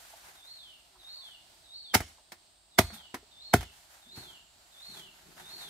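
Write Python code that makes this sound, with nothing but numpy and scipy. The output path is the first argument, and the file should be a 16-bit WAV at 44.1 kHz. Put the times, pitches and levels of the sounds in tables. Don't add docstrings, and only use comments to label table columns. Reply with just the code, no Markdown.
import sys
import numpy as np
from scipy import signal
from scipy.fft import rfft, irfft
from scipy.io import wavfile
from scipy.ndimage import uniform_filter1d

SR = 44100
rng = np.random.default_rng(int(sys.argv[2]) if len(sys.argv) > 2 else 0)


def int16_out(signal):
    q = np.round(np.clip(np.atleast_2d(signal).T, -1, 1) * 32767)
    wavfile.write(sys.argv[1], SR, q.astype(np.int16))


N = 250929
TIME = np.arange(N) / SR

# f/Hz, relative level/dB
AIR_SPECTRUM = [(20, 5.5), (50, 12), (100, 1.5), (220, -5.5), (380, -2), (480, -11.5), (650, 4),
                (1100, -4.5), (2300, -6.5), (3300, -1.5), (4500, 1.5), (6000, -8.5), (8000, -5.5),
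                (10000, -14.5), (15500, -17.5)]
# f/Hz, correlation
AMBIENT_LIKENESS = [(50, 0.81), (400, 0.81), (800, 0.35), (1600, 0.051), (3500, 0.22), (15000, 0.022)]
# f/Hz, correlation
NEAR_LIKENESS = [(50, 0.75), (400, 0.93), (800, 0.83), (1600, 0.094), (3600, 0.39), (7000, .12),
                 (15000, 0.046)]
# f/Hz, left minus right/dB
MIC_BALANCE = [(600, 0), (1200, -1.8), (15000, -2.2)]
# t/s, length/s, starting f/Hz, ending f/Hz, level/dB
HOOTS = [(0.883, 0.176, 396, 337, -72.5), (1.127, 0.15, 1050, 1095, -70)]
# t/s, base f/Hz, level/dB, pitch blur/Hz
WHINE_COURSE = [(0, 8150, -71, 12), (0.998, 8220, -71, 14), (1.9, 8360, -69.5, 40), (2.9, 8070, -68.5, 100),
                (3.6, 7720, -73, 90), (4.4, 7460, -67.5, 70), (5.69, 7390, -74, 80)]
# multiple of the base f, relative level/dB
WHINE_LINES = [(0.929, -4), (0.997, -1), (1.071, -5), (1.089, -10.5), (1.135, -9)]
# t/s from its top, f/Hz, relative level/dB
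WHISTLE_ARCH = [(-.165, 4020, -13), (-.115, 3510, -12), (-.06, 3820, -3.5), (-.05, 4200, -1.5),
                (-.005, 4430, -.5), (.026, 4270, -4.5), (.052, 3780, -5), (.135, 3150, -6),
                (.225, 2690, -13)]
# t/s at the top, level/dB, pitch factor, length factor
BIRD_CALLS = [(0.529, -46, 0.99, 1.12), (1.145, -43.5, 1.01, 1.02), (1.791, -44, 1.016, 0.96),
              (2.875, -48, 1, 1), (3.474, -46, 0.98, 1.07), (4.175, -47, .985, 1.02),
              (4.88, -45.5, 0.98, 1.04), (5.556, -43, 0.99, 1.12)]
# f/Hz, t60/s
THICKET_DECAY = [(2800, .42), (4400, .55)]
# f/Hz, t60/s
GARDEN_DECAY = [(60, 0.38), (250, 0.44), (800, 0.23), (3000, 0.44), (8000, 0.55), (15000, 0.26)]

# f/Hz, relative level/dB
STEM_SPECTRUM = [(100, -21), (400, -16), (600, 0), (850, 5), (1100, -1), (1500, 2.5), (2400, -4.5),
                 (5000, -21), (16000, -44)]
# f/Hz, relative level/dB
LEAF_SPECTRUM = [(300, -24.5), (1500, -1), (3000, 0), (5000, -0.5), (7000, 0), (10000, -2), (13000, -2),
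                 (15500, -11.5), (17000, -22.5)]
# t/s at the peak, rise/s, fall/s, stem level/dB, leaf level/dB
BRUSHES = [(.07, 0.67, 0.44, -60.5, -55), (.29, 0.092, 0.097, -57, -60), (1.06, 0.089, 0.31, -65.5, -63.5),
           (1.259, .02, 0.078, -66, -62), (1.55, 0.16, .2, -73.5, -67), (2.09, 0.029, 0.057, -63.5, -62.5),
           (2.93, 0.037, 0.083, -55, -65.5), (3.76, .06, 0.2, -63.5, -58.5), (3.92, .03, 0.12, -60.5, -58),
           (4.178, 0.024, .12, -54.5, -52), (4.991, 0.19, 0.039, -57.5, -52.5),
           (5.22, 0.23, 0.044, -62.5, -62), (5.38, .01, 0.18, -55, -57.5), (5.62, 0.26, .22, -55.5, -52)]
# t/s, level/dB
LEAF_CRACKS = [(4.163, -51), (4.995, -52)]
# t/s, level/dB, f/Hz, width/Hz, fall/s
PLANT_KNOCKS = [(.140, -49.5, 776, 218, 0.011), (.960, -59, 1000, 250, 0.0089),
                (2.186, -59.5, 820, 392, 0.011), (2.931, -47.5, 190.6, 30.3, 0.024),
                (3.149, -45.5, 270, 161, 0.016), (3.229, -59.5, 327, 217, .015),
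                (4.072, -58, 226, 40.4, 0.011), (4.182, -54.5, 500, 900, 0.007),
                (4.895, -58, 138, 88, 0.042)]
# f/Hz, relative level/dB
TREAD_SPECTRUM = [(30, 1), (70, -6), (170, 5.5), (270, -2), (380, 6), (520, -12.5), (900, -29), (4000, -62)]
# t/s at full weight, level/dB
STEPS = [(.27, -72), (4.184, -56), (4.971, -58.5), (5.29, -60), (5.42, -60), (5.56, -59.5), (5.67, -63)]

# f/Hz, relative level/dB, t60/s
TRUNK_MODES = [(56.4, -15, 0.22), (81.4, -15, 0.26), (108, -3, 0.084), (138, -5.5, 0.091),
               (210.1, -2.5, 0.056), (253, 2, 0.043), (305, -5, 0.046), (383, -1.5, 0.057),
               (660, -5.5, 0.085)]
# t/s, level/dB, push length/s, factor on the mode pitches
THUDS = [(1.9553, -22, 0.0013, 0.94), (2.007, -43.5, 0.00069, 1.16), (2.3200, -73, 0.00053, 1.04),
         (2.7936, -19, 0.00091, 0.97), (3.1415, -46.5, 0.00054, 1.04), (3.5437, -15, 0.0011, 1.05),
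         (4.1760, -39, 0.0019, 1.1)]
# t/s after the push, relative level/dB, push length/s
ROCKING = [(.012, -4, .004), (.052, -3.5, 0.0067)]
# multiple of its pitch, relative level/dB, t60/s
CHAMBER_MODES = [(1.0, 1.5, .024), (1.45, -9, .026), (2.05, -7, .024), (2.9, -15, 0.016)]
# f/Hz, relative level/dB, t60/s
BLADE_MODES = [(3365, -8, .08), (7050, -4, .1), (8183, -3, .17), (9388, 2.5, .2), (12010, 3, .13)]
# t/s, rise/s, fall/s, hiss level/dB, ring level/dB
SCRAPES = [(2.938, 0.0058, 0.033, -48, -52)]
# f/Hz, relative level/dB
PULP_SPECTRUM = [(60, -25.5), (150, -8), (300, -1), (500, -7.5), (750, 0.5), (1050, -5.5), (1600, -2),
                 (2200, -2.5), (3000, -22.5), (6000, -25.5), (16000, -56.5)]
# f/Hz, relative level/dB
FIBRE_SPECTRUM = [(200, -29), (1000, -3), (2400, -0.5), (3600, -0.5), (5500, -0.5), (7500, -4.5),
                  (10000, -4.5), (13000, -4.5), (15000, -8), (17000, -20)]
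# t/s, crunch level/dB, fibre level/dB, chamber f/Hz, chamber level/dB
TUGS = [(2.0048, -34, -39, 648, -32), (2.3205, -43.5, -41.5, 920, -60), (2.903, -47, -64, 710, -42),
        (3.1440, -33.5, -38, 980, -34), (3.6090, -41.5, -41, 900, -47.5), (3.6295, -42.5, -44.5, 705, -42)]
# t/s as the edge enters, sinking time/s, slice level/dB, fibre level/dB, final crunch level/dB,
# treble tilt of that crunch/dB per octave, chamber f/Hz, chamber level/dB
CHOPS = [(1.9420, .0100, -22, -18.5, -13.5, -0.5, 615, -15.5),
         (2.7874, 0.0029, -13.5, -17, -14, -3, 648, -9.5), (3.5369, .0032, -23, -21, -15, -4.5, 726, -5.5)]


def gain_of(db):
    return 10 ** (np.asarray(db) / 20)


def unit_rms(x):
    return x / np.sqrt(np.mean(x ** 2) + 1e-20)


def read(points, hz):
    f, value = np.transpose(points)
    return np.interp(np.log(hz + 1), np.log(f + 1), value)


def add(mix, s, sound):
    part = mix[..., max(round(s * SR), 0):][..., :sound.shape[-1]]
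    part += sound[..., :part.shape[-1]]


def colour(x, spectrum, likeness):
    hz = np.fft.rfftfreq(x.shape[1], 1 / SR)
    a, b = rfft(x)
    same = np.clip(read(likeness, hz), -1, 1)
    mid, side = a * np.sqrt(1 + same), b * np.sqrt(1 - same)
    pair = np.array([mid + side, mid - side])
    return unit_rms(irfft(pair * gain_of(read(spectrum, hz)), x.shape[1]))


def whiten(x, bins=33):
    spectrum = rfft(x)
    power = np.abs(uniform_filter1d(np.abs(spectrum) ** 2, bins))
    return irfft(spectrum / np.sqrt(power + 1e-20), x.shape[-1])


def drift(size, hz):
    slow = np.exp(-(np.fft.rfftfreq(size, 1 / SR) / hz) ** 2)
    return unit_rms(irfft(rfft(rng.standard_normal(size)) * slow, size))


def crackle(size, per_s, spread_db):
    strength = gain_of(spread_db * np.minimum(rng.exponential(1, (2, size)), 4))
    return strength * rng.choice([-1, 1], (2, size)) * (rng.random((2, size)) < per_s / SR)


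def noise_band(size, hz, width_hz):
    x = rng.standard_normal(size)
    for width in (width_hz, 2 * width_hz):
        r = np.exp(-np.pi * width / SR)
        x = signal.lfilter([1, 0, -1], [1, -2 * r * np.cos(2 * np.pi * hz / SR), r * r], x)
    return x


def ring(modes, tune=1):
    t = TIME[:SR // 2]
    return sum(gain_of(db - 60 * t / t60) * np.cos(2 * np.pi * hz * tune * t) for hz, db, t60 in modes)


def swell(rise_s, fall_s, hold_s=0, size=8192):
    lead = TIME[size // 4]
    t = TIME[:size] - lead
    return lead, np.exp(np.minimum(np.minimum(t / rise_s, (hold_s - t) / fall_s), 0))


def surge(s, rise_s, fall_s):
    return np.exp(np.minimum((TIME - s) / rise_s, (s - TIME) / fall_s))


def sized(x, shape):
    return unit_rms(x) * np.sqrt(np.mean(shape ** 2))


def from_left(x, louder_db=3, sooner_s=.00018):
    late_right = np.roll(x[1], round(sooner_s * SR))
    return np.array([gain_of(louder_db / 2) * x[0], gain_of(-louder_db / 2) * late_right])


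def scatter(x, t60s, onset_s, taps_per_s=4000):
    taps = rng.standard_normal((2, SR)) * (rng.random((2, SR)) < taps_per_s / SR)
    taps = colour(taps, [(20, 0.004), (20000, 0.013)], NEAR_LIKENESS)
    hz, t, bands = signal.stft(taps, SR, nperseg=256)
    decay = gain_of(-60 * t / read(t60s, hz)[:, None])
    tail = signal.istft(bands * decay, SR, nperseg=256)[1][:, :SR]
    tail *= 1 - np.exp(-(TIME[:SR] / onset_s) ** 2)
    return signal.fftconvolve(x[None], tail / np.linalg.norm(tail[0]), axes=1)[:, :N]


def air(level_db=-62.5, swell_db=1.27):
    wash = colour(rng.standard_normal((2, N)), AIR_SPECTRUM, AMBIENT_LIKENESS)
    return wash * gain_of(level_db + swell_db * drift(N, hz=2.8))


def hoots():
    out = np.zeros(N)
    for s, length, start_hz, end_hz, db in HOOTS:
        hz = np.linspace(start_hz, end_hz, round(length * SR))
        tone = np.sqrt(2) * np.sin(2 * np.pi * np.cumsum(hz) / SR)
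        add(out, s, gain_of(db) * np.hanning(len(hz)) * tone)
    return out


def insects(flicker_db=0.5):
    s, *columns = np.transpose(WHINE_COURSE)
    hz, db, blur = (np.interp(TIME, s, column) for column in columns)
    out = np.zeros((2, N))
    for ratio, line_db in WHINE_LINES:
        for side in range(2):
            turns = np.cumsum(ratio * hz + blur * drift(N, hz=150)) / SR
            loudness = gain_of(db + line_db + flicker_db * drift(N, hz=5.2))
            out[side] += loudness * np.sin(2 * np.pi * turns)
    return out


def bird(flutter_db=2.5, direct_db=-5, echo_db=-4.0):
    song = np.zeros(N)
    offset, pitch, level = np.transpose(WHISTLE_ARCH)
    for s, db, tune, stretch in BIRD_CALLS:
        t = np.arange(offset[0], offset[-1], 1 / SR / stretch)
        waver = 1 + .012 * drift(len(t), hz=200)
        hz = tune * np.interp(t, offset, pitch) * waver
        tone = np.sqrt(2) * np.sin(2 * np.pi * np.cumsum(hz) / SR)
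        loudness = gain_of(db + np.interp(t, offset, level) + flutter_db * drift(len(t), hz=96))
        add(song, s + stretch * offset[0], loudness * signal.windows.tukey(len(t), .08) * tone)
    direct = np.array([np.roll(song, 4), song])
    echoes = np.array([scatter(song, THICKET_DECAY, onset_s=0.0045)[side] for side in range(2)])
    return gain_of(direct_db) * direct + gain_of(echo_db) * echoes


def rustle(grain_db=1.5, flicker_db=2.5):
    stem_gain, leaf_gain = np.zeros((2, N))
    for s, rise, fall, stem_db, leaf_db in BRUSHES:
        shape = surge(s, rise, fall)
        stem_gain = np.hypot(stem_gain, gain_of(stem_db) * shape)
        leaf_gain = np.hypot(leaf_gain, gain_of(leaf_db) * shape)
    clumps_db = flicker_db * drift(N, hz=45)
    stems = colour(crackle(N, 2600, grain_db), STEM_SPECTRUM, AMBIENT_LIKENESS)
    stems *= stem_gain * gain_of(clumps_db)
    leaves = colour(crackle(N, 14000, grain_db), LEAF_SPECTRUM, AMBIENT_LIKENESS)
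    leaves *= leaf_gain * gain_of(.5 * clumps_db)
    for s, db in LEAF_CRACKS:
        add(leaves, *tear(s, swell(rise_s=.003, fall_s=0.011), db))
    return from_left(stems) + leaves


def plant_knocks(rise_s=0.0048):
    out = np.zeros(N)
    for s, db, hz, width, fall in PLANT_KNOCKS:
        lead, shape = swell(rise_s, fall)
        burst = noise_band(len(shape), hz, width) * shape
        add(out, s - lead, gain_of(db) * sized(burst, shape))
    return out


def steps(rise_s=0.041, fall_s=0.099):
    weight = np.sqrt(sum((gain_of(db) * surge(s, rise_s, fall_s)) ** 2 for s, db in STEPS))
    grains = crackle(N, per_s=760, spread_db=3.0)
    return from_left(colour(grains, TREAD_SPECTRUM, AMBIENT_LIKENESS)) * weight


def swings(level_db=-60.5):
    speed = sum(surge(s, rise_s=0.012, fall_s=.01) for s, *_ in CHOPS)
    return gain_of(level_db) * unit_rms(noise_band(N, hz=200, width_hz=250)) * speed


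def scrapes():
    out = np.zeros((2, N))
    steel = ring(BLADE_MODES)
    for s, rise, fall, hiss_db, ring_db in SCRAPES:
        add(out, *tear(s, swell(rise, fall), hiss_db, snaps_per_s=6000))
        onset = 1 - np.exp(-TIME[:len(steel)] / rise)
        add(out, s, gain_of(ring_db) * steel * onset)
    return out


def thuds():
    out, t = np.zeros(N), TIME[:SR // 8]
    for s, db, length, tune in THUDS:
        force = np.zeros(len(t))
        for delay, push_db, width in [(length, 0, length), *ROCKING]:
            push = np.exp(-(2 * (t - delay) / width) ** 2)
            force += gain_of(push_db) * push / push.sum()
        add(out, s, -gain_of(db) * signal.fftconvolve(force, ring(TRUNK_MODES, tune)))
    return out


def chambers(opening_s=0.00063, entry_ratio=1.3, entry_db=-10):
    out = np.zeros(N)
    opening = 1 - np.exp(-TIME[:SR // 2] / opening_s)
    knocks = [(s, hz, db) for s, *_, hz, db in TUGS]
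    for s, sink, *_, hz, db in CHOPS:
        knocks += [(s, entry_ratio * hz, db + entry_db), (s + sink, hz, db)]
    for s, hz, db in knocks:
        add(out, s - 2 * opening_s, gain_of(db) * opening * ring(CHAMBER_MODES, hz))
    return out


def tear(s, envelope, db, snaps_per_s=11000):
    lead, shape = envelope
    grains = crackle(len(shape), snaps_per_s, spread_db=4.0) * shape
    return s - lead, gain_of(db) * sized(colour(grains, FIBRE_SPECTRUM, NEAR_LIKENESS), shape)


def bite(s, envelope, crunch_db, fibre_db, treble_tilt, bass_tilt=0, pivot_hz=750):
    lead, shape = envelope
    spectrum = [(hz, db + (treble_tilt if hz > pivot_hz else bass_tilt) * abs(np.log2(hz / pivot_hz)))
                for hz, db in PULP_SPECTRUM]
    grains = whiten(crackle(len(shape), per_s=11000, spread_db=2.0) * shape)
    contact = np.minimum(10 * np.maximum.accumulate(shape), 1)
    pulp = sized(colour(grains, spectrum, NEAR_LIKENESS) * contact, shape)
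    _, fibres = tear(s, envelope, fibre_db)
    return s - lead, gain_of(crunch_db) * pulp + fibres


def cuts(stop_rise_s=0.00098):
    out = np.zeros((2, N))
    for s, sink, slice_db, fibre_db, stop_db, stop_tilt, _, _ in CHOPS:
        slicing = swell(rise_s=0.0023, fall_s=0.0023, hold_s=sink)
        add(out, *bite(s, slicing, slice_db, fibre_db=slice_db - 6, treble_tilt=-0.6, bass_tilt=-5))
        tearing = swell(rise_s=0.59 * sink / 2, fall_s=0.0055, hold_s=sink / 2)
        add(out, *tear(s + sink / 2, tearing, fibre_db))
        stopping = swell(stop_rise_s, fall_s=.0027)
        add(out, *bite(s + sink, stopping, stop_db, fibre_db=-24, treble_tilt=stop_tilt))
        settling = swell(stop_rise_s, fall_s=0.016)
        add(out, *tear(s + sink, settling, db=-32))
    for s, crunch_db, fibre_db, _, _ in TUGS:
        add(out, *bite(s, swell(rise_s=.0008, fall_s=.0085), crunch_db, fibre_db, treble_tilt=-0.14))
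    return out


def scene(near_db=-11, near_t60=0.099, far_db=-21, trunk_echo_db=-8):
    blade = cuts() + scrapes()
    trunk = thuds() + chambers()
    reflected = blade[0] + gain_of(trunk_echo_db) * trunk
    near = gain_of(near_db) * scatter(reflected, [(100, near_t60), (15000, near_t60)], onset_s=.005)
    far = gain_of(far_db) * scatter(reflected, GARDEN_DECAY, onset_s=0.011)
    blows = blade + trunk + near + far
    return blows + plant_knocks() + bird() + hoots() + insects() + swings() + steps() + rustle() + air()


def record(dry, low_cut_hz=50, high_cut_hz=15750):
    lean_db = read(MIC_BALANCE, np.fft.rfftfreq(N, 1 / SR))
    heard = irfft(rfft(dry) * gain_of([lean_db / 2, -lean_db / 2]), N)
    low_cut = signal.butter(2, low_cut_hz, "highpass", fs=SR, output="sos")
    high_cut = signal.firwin(401, high_cut_hz, window=("kaiser", 8), fs=SR)
    return signal.oaconvolve(signal.sosfilt(low_cut, heard), high_cut[None], "same")


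dry = scene()
out = record(dry)
int16_out(out)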